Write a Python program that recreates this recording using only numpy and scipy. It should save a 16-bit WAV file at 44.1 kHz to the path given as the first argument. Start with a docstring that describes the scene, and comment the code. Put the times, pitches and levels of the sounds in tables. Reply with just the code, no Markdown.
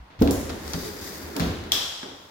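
"""A hollow bifold closet door is tugged open in a bare, ringing room.
The panels boom as they break free (0.2 s) and a hinge pin pings. The guide scrapes along its
track, shaking the panels; it catches (0.7 s) and groans (0.9 s). The leaves knock together as
they fold (1.4 s), a metal pivot snaps into place, its spring ringing on (1.7 s), and one light
knock follows (2.0 s)."""
import sys
import numpy as np
from scipy import signal
from scipy.fft import rfft, irfft
from scipy.io import wavfile

SR = 44100
rng = np.random.default_rng(int(sys.argv[2]) if len(sys.argv) > 2 else 0)


def pcm_store(signal):
    """Save signal as 16-bit PCM."""
    levels = np.round(np.clip(np.atleast_2d(signal), -1, 1) * 32767)
    wavfile.write(sys.argv[1], SR, levels.astype(np.int16).T)


N = 101430
T = np.arange(N) / SR
FREQS = np.maximum(np.fft.rfftfreq(N, 1 / SR), 1)


def knocks():
    """Blows ring the hollow panels; softness and place decide which modes answer."""
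    # t/s, ring level/dB, boom level/dB, low-pass f/Hz, high-pass f/Hz
    blows = [(0.187, -26, -31.5, 90, 35), (0.2124, -13.5, -19, 604, 88), (.277, -37, -27, 910, 90),
             (.372, -44, -28.5, 109, 45), (0.496, -41, -35.5, 1200, 40), (.741, -35, -30, 400, 54.6),
             (1.013, -40, -46.5, 288, 40), (1.358, -27, -32.5, 1920, 250), (1.403, -28, -20, 183, 87.4),
             (1.406, -36, -30, 2500, 150), (1.445, -14, -31, 101, 49.6), (2.027, -62, -38.5, 3000, 184)]
    # panel modes: f/Hz, level/dB, t60/s
    panel_modes = [(63.5, -24, 0.32), (80.2, -16.5, 0.78), (182, -17, 0.32), (201.3, -7, 0.38),
                   (241.7, -9, 0.59), (277.6, 0.5, 0.39), (293, -9, 0.48), (343, -7.5, 0.27),
                   (437, -2.5, 0.34), (466, -14, 0.19), (485, -10.5, 0.71), (526, -17, 0.74),
                   (596, -40, .35), (651, -8.5, 0.32)]
    # dense ring of door and room: f/Hz, level/dB
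    boom_spectrum = [(25, -7), (50, -1), (85, 3), (120, -12), (180, -9.5), (270, -6), (450, -8), (600, -11),
                     (1000, -17), (2000, -20), (5000, -41)]
    boom_boost_db = 4
    out = 0
    for start_s, ring_db, boom_db, lowpass_hz, highpass_hz in blows:
        contact = 1 / np.sqrt((1 + (FREQS / lowpass_hz) ** 4) * (1 + (highpass_hz / FREQS) ** 4))
        modes = [(hz, db + 20 * np.log10(np.interp(hz, FREQS, contact)), t60_s)
                 for hz, db, t60_s in panel_modes]
        panel = direct(ring(modes, start_s, rise_s=0.0043))
        boom = diffuse(colour(boom_spectrum) * contact) * fade(start_s, t60_s=0.76, rise_s=0.0027)
        out = out + amp(ring_db) * panel + amp(boom_db + boom_boost_db) * boom
    return out


def flexes():
    """A pushed or struck leaf bends as a whole for a few cycles, giving the blow its punch."""
    # t/s, level/dB, f/Hz, rise/s, t60/s
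    bends = [(.001, -34.5, 59, 0.0018, 0.19), (0.188, -22, 77, .02, 0.18),
             (0.2134, 5.5, 246, 0.0052, 0.038), (0.2143, -10, 448.6, .006, 0.12),
             (.277, -18.5, 278.6, 0.0043, 0.28), (.48, -32, 75.6, 0.017, 0.19),
             (0.649, -23, 72.4, 0.047, 0.35), (.742, -22.5, 168.2, 0.004, 0.21),
             (1.01, -33.5, 79.7, .008, .2), (1.224, -24, 77, 0.055, 0.29), (1.355, -27, 283, 0.011, 0.18),
             (1.399, -15.5, 169, 0.0088, 0.27)]
    return direct(sum(ring([(hz, db, t60_s)], start_s, rise_s)
                      for start_s, db, hz, rise_s, t60_s in bends))


def clacks():
    """Leaf edges meet, wood on wood, with a short dry clack."""
    # t/s, level/dB
    contacts = [(0.2192, -27), (0.496, -28.5), (0.738, -27), (1.3555, -39), (1.362, -27.5), (1.395, -33),
                (1.7195, -33), (2.0276, -32.5)]
    # f/Hz, level/dB
    spectrum = [(100, -14), (220, -2), (520, -1), (800, -1.5), (1500, -3), (2200, -10), (5000, -9),
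                (15000, -40)]
    envelope = sum(amp(db) * fade(start_s, t60_s=0.065, rise_s=0.0013) for start_s, db in contacts)
    return diffuse(colour(spectrum)) * envelope


def pivot():
    """The metal pivot snaps home with a double contact; its spring and the room ring on."""
    # t/s, level/dB
    contacts = [(1.719, -14), (1.7199, -3.5)]
    # f/Hz, level/dB, t60/s
    pivot_modes = [(3410, -0.5, 0.0089), (3930, -3.5, 0.01), (5760, -7, 0.0084), (6240, -6.5, 0.0053),
                   (10500, -5, 0.0025), (14000, -5, 0.0041)]
    # f/Hz, level/dB, t60/s
    spring_modes = [(3060, -0.5, 0.55), (3390, -1, 0.75), (3310, 2, 0.89), (3353, -12, 0.72),
                    (3485, -10, 0.77), (3520, -12, 0.67), (3740, -7, 0.97), (3977, -12, 1.0),
                    (5500, -11, 0.99), (5803, -11, 1)]
    # f/Hz, level/dB
    tail_spectrum = [(150, -27), (500, -13), (1400, -11), (2300, -13.5), (2950, -6), (3260, 3.5),
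                     (3650, -1.5), (3830, -4), (4030, -4.5), (4400, -8.5), (5000, -5), (5550, -4),
                     (6200, -11.5), (6700, -10), (7300, -13), (7750, -12.5), (8800, -20), (10700, -17),
                     (11700, -21), (13750, -11.5), (15000, -17), (16000, -26)]
    first_s = contacts[0][0]
    snap = sum(amp(db) * ring(pivot_modes, start_s, rise_s=0.00035) for start_s, db in contacts)
    spring = amp(-34) * ring(spring_modes, first_s, rise_s=0.001) * pan(left_db=2)
    tail = amp(-22) * room_tail(click(first_s, colour(tail_spectrum)))
    return direct(snap, left_db=11.5) + spring + tail


def ticks():
    """Play in the pivots and hinges makes them click."""
    # t/s, crack level/dB, room level/dB, tilt/(dB/octave), left-right/dB
    events = [(.103, -57, -61.5, -11.5, -7), (.191, -45, -47.5, -7.5, 3), (0.2053, -48, -52, 10, 6),
              (.2216, -25.5, -41, 0, 12), (.2745, -22.5, -40, -6, 1.5), (.494, -34, -45.5, -4.5, 8),
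              (0.504, -33, -55, -3, 5), (1.3648, -22.5, -41, 4, -2), (1.3968, -21.5, -33.5, -4.5, 10.5),
              (1.4025, -23, -50, -6, -2), (1.408, -26, -50, -5, -5), (1.638, -37, -51.5, -6, 6)]
    # f/Hz, level/dB
    spectrum = [(300, 0), (1200, -4.5), (2500, -0.5), (3600, 5), (5000, 1.5), (6800, -1.5), (8500, -9),
                (11500, -5), (15500, -3.5)]
    return cracks(events, spectrum)


def catches():
    """The guide clicks as it catches in the track."""
    # t/s, crack level/dB, room level/dB, tilt/(dB/octave), left-right/dB
    events = [(.6785, -25.5, -47, -1.5, 3), (.734, -20.5, -39.5, -3, 4.5), (1.0125, -34, -46.5, 1, 2)]
    # f/Hz, level/dB
    spectrum = [(500, -14), (1800, -6), (2800, -16), (3700, 1), (4250, -5), (4700, 9.5), (5300, -4.5),
                (6000, 5), (6800, -4), (8200, -8), (15500, -9)]
    return cracks(events, spectrum)


def hinge_ping():
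    """A hinge pin slips with a thin ping."""
    # f/Hz, level/dB
    spectrum = [(2500, -31), (4600, -7), (5600, 2.5), (6100, -1), (6900, 4), (8100, -3), (9500, -1.5),
                (10300, 1), (10900, -6), (11700, 4), (12800, -6), (13500, 0), (15500, -1)]
    start_s, crack_db, room_db, tilt_db_per_oct, left_db = 0.3085, -20, -32.5, 0, -10
    return cracks([(start_s, crack_db, room_db, tilt_db_per_oct, left_db)], spectrum)


def cracks(events, spectrum):
    """Hardware contacts: short noise bursts, each with its wash in the room."""
    bursts, room_feed = 0, 0
    treble_oct = np.log2(np.maximum(FREQS, 1500) / 5000)
    for start_s, crack_db, room_db, tilt_db_per_oct, left_db in events:
        gain = colour(spectrum) * amp(tilt_db_per_oct * treble_oct)
        burst = 2 * shape(rng.standard_normal(N), gain) * fade(start_s, t60_s=0.009, rise_s=0.0006)
        bursts = bursts + amp(crack_db) * direct(burst, left_db)
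        room_feed = room_feed + amp(room_db) * click(start_s, gain)
    return bursts + room_tail(room_feed)


def scrape():
    """The guide rubs grainily along the track."""
    # t/s, level/dB
    levels = [(.18, -83), (.24, -54), (.45, -50), (.58, -51), (.7, -40.5), (.77, -40.5), (.86, -37.5),
              (.92, -43), (1.0, -43), (1.035, -38), (1.16, -42), (1.32, -47), (1.45, -46), (1.7, -72),
              (2.3, -58.5)]
    # f/Hz, level/dB
    spectrum = [(500, -14), (2000, 2.5), (2800, -7.5), (3600, 2), (4250, 0.5), (4750, 5), (5500, 1.5),
                (6800, -0.5), (8200, -5), (9700, -6), (11000, -4), (15500, -4.5)]
    grain_db = 1.5 * jitter(rate_hz=500)
    return diffuse(colour(spectrum)) * amp(grain_db) * curve(levels) * pan(left_db=0.5)


def shudder():
    """The panels shake as they travel."""
    # t/s, level/dB
    levels = [(.15, -84), (.35, -37.5), (.6, -40.5), (.72, -36.5), (.87, -38.5), (.98, -40), (1.15, -40),
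              (1.3, -38.5), (1.62, -41), (1.8, -40.5), (1.95, -63), (2.3, -68)]
    # f/Hz, level/dB
    spectrum = [(30, -31), (60, -4), (120, -8.5), (175, -1.5), (290, 0), (410, 1), (560, -7), (900, -11),
                (1800, -11), (2700, -20.5), (6000, -35)]
    return diffuse(colour(spectrum)) * curve(levels)


def groan():
    """The guide sticks briefly and sets one panel resonance humming unsteadily."""
    centre_s, sigma_s = 0.885, 0.042
    pitch_hz = 408 + 15.3 * jitter(rate_hz=90)
    hum = np.sin(2 * np.pi * np.cumsum(pitch_hz) / SR)
    swell = np.exp(-((T - centre_s) / sigma_s) ** 2 / 2)
    return direct(amp(-34.5) * hum * swell, left_db=-2.4)


def room_tail(clicks):
    """Clicks reverberate in the bare room, the treble dying first."""
    # f/Hz, t60/s
    decay_times = [(100, 1.4), (1000, 1.43), (3300, 1.06), (6000, 1.04), (9000, 0.91), (15000, 0.47)]
    hz, t60s_s = np.array(decay_times).T
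    wash = rfft(diffuse(0.99))
    bands = [np.interp(np.log(FREQS), np.log(hz), row) for row in np.eye(len(hz))]
    response = sum(irfft(wash * band, N) * fade(0, t60_s, rise_s=0.001)
                   for band, t60_s in zip(bands, t60s_s))
    return signal.fftconvolve(response, clicks[None], axes=1)[:, :N]


def room_tone():
    """Faint steady noise of the quiet room."""
    # f/Hz, level/dB
    spectrum = [(25, -21), (62, -8.5), (110, -5.5), (400, -16), (900, -10), (2000, -19), (4500, -27.5),
                (8000, -40.5), (16000, -46)]
    return amp(-52.5) * diffuse(colour(spectrum))


def diffuse(gain):
    """Noise from all around: bass common to both sides, treble unrelated and mostly leaning left."""
    # f/Hz, left-right/dB
    balance = [(500, 0.1), (1100, -0.5), (2200, -0.5), (4500, 4), (8000, -1), (13000, 7)]
    common_below_hz = 530
    mid, side = rfft(rng.standard_normal((2, N))) * gain
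    spread = np.clip(FREQS ** 2 / (FREQS ** 2 + common_below_hz ** 2) + 0.021, 0, 1)
    mid, side = mid * np.sqrt(1 - spread / 2), side * np.sqrt(spread / 2)
    hz, left_db = np.array(balance).T
    lean = amp(np.interp(np.log(FREQS), np.log(hz), left_db) / 2)
    return irfft(np.array([(mid + side) * lean, (mid - side) / lean]), N)


def direct(x, left_db=0):
    """Sound straight from the door arrives on the left first."""
    right_lag_s = 0.000402
    return np.array([x, np.interp(T - right_lag_s, T, x)]) * pan(left_db)


def ring(modes, start_s, rise_s):
    """Decaying modes set off together."""
    out = np.zeros(N)
    for hz, db, t60_s in modes:
        span = slice(*np.searchsorted(T, [start_s, start_s + t60_s]))
        tone = np.sin(2 * np.pi * hz * (T[span] - start_s))
        out[span] += amp(db) * tone * fade(start_s, t60_s, rise_s)[span]
    return out


def fade(start_s, t60_s, rise_s):
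    """Quick rise, exponential decay."""
    age_s = np.maximum(T - start_s, 0)
    return (1 - np.exp(-age_s / rise_s)) * np.exp(-np.log(1000) * age_s / t60_s)


def click(start_s, gain):
    """One coloured impulse."""
    return shape(signal.unit_impulse(N, int(start_s * SR)), gain)


def jitter(rate_hz):
    """Gaussian random values joined by straight lines."""
    return np.interp(T * rate_hz, np.arange(N), rng.standard_normal(N))


def colour(rows):
    """Unit-power gain over frequency from rows of f/Hz, level/dB."""
    hz, db = np.array(rows).T
    gain = amp(np.interp(np.log(FREQS), np.log(hz), db))
    return gain / np.sqrt(np.mean(gain ** 2))


def curve(rows):
    """Gain over time from rows of t/s, level/dB."""
    return amp(np.interp(T, *np.array(rows).T))


def shape(x, gain):
    """Filter by a gain per frequency."""
    return irfft(rfft(x) * gain, N)


def pan(left_db):
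    """Left and right gains."""
    return amp(np.array([[left_db], [-left_db]]) / 2)


def amp(db):
    """Decibels to gain."""
    return 10 ** (np.asarray(db) / 20)


def scene():
    """Wood, hardware and sliding over the quiet room."""
    wood = knocks() + flexes() + clacks()
    hardware = ticks() + catches() + hinge_ping() + pivot()
    sliding = scrape() + shudder() + groan()
    return wood + hardware + sliding + room_tone()


def record(dry):
    """High-pass, peak clip, steep low-pass."""
    highpass_hz, ceiling, lowpass_hz = 10, 0.88, 15900
    highpass = signal.butter(2, highpass_hz, "high", fs=SR, output="sos")
    lowpass = signal.ellip(10, 0.2, 80, lowpass_hz, fs=SR, output="sos")
    clipped = np.clip(signal.sosfilt(highpass, dry), -ceiling, ceiling)
    return signal.sosfilt(lowpass, clipped)


dry = scene()
out = record(dry)
pcm_store(out)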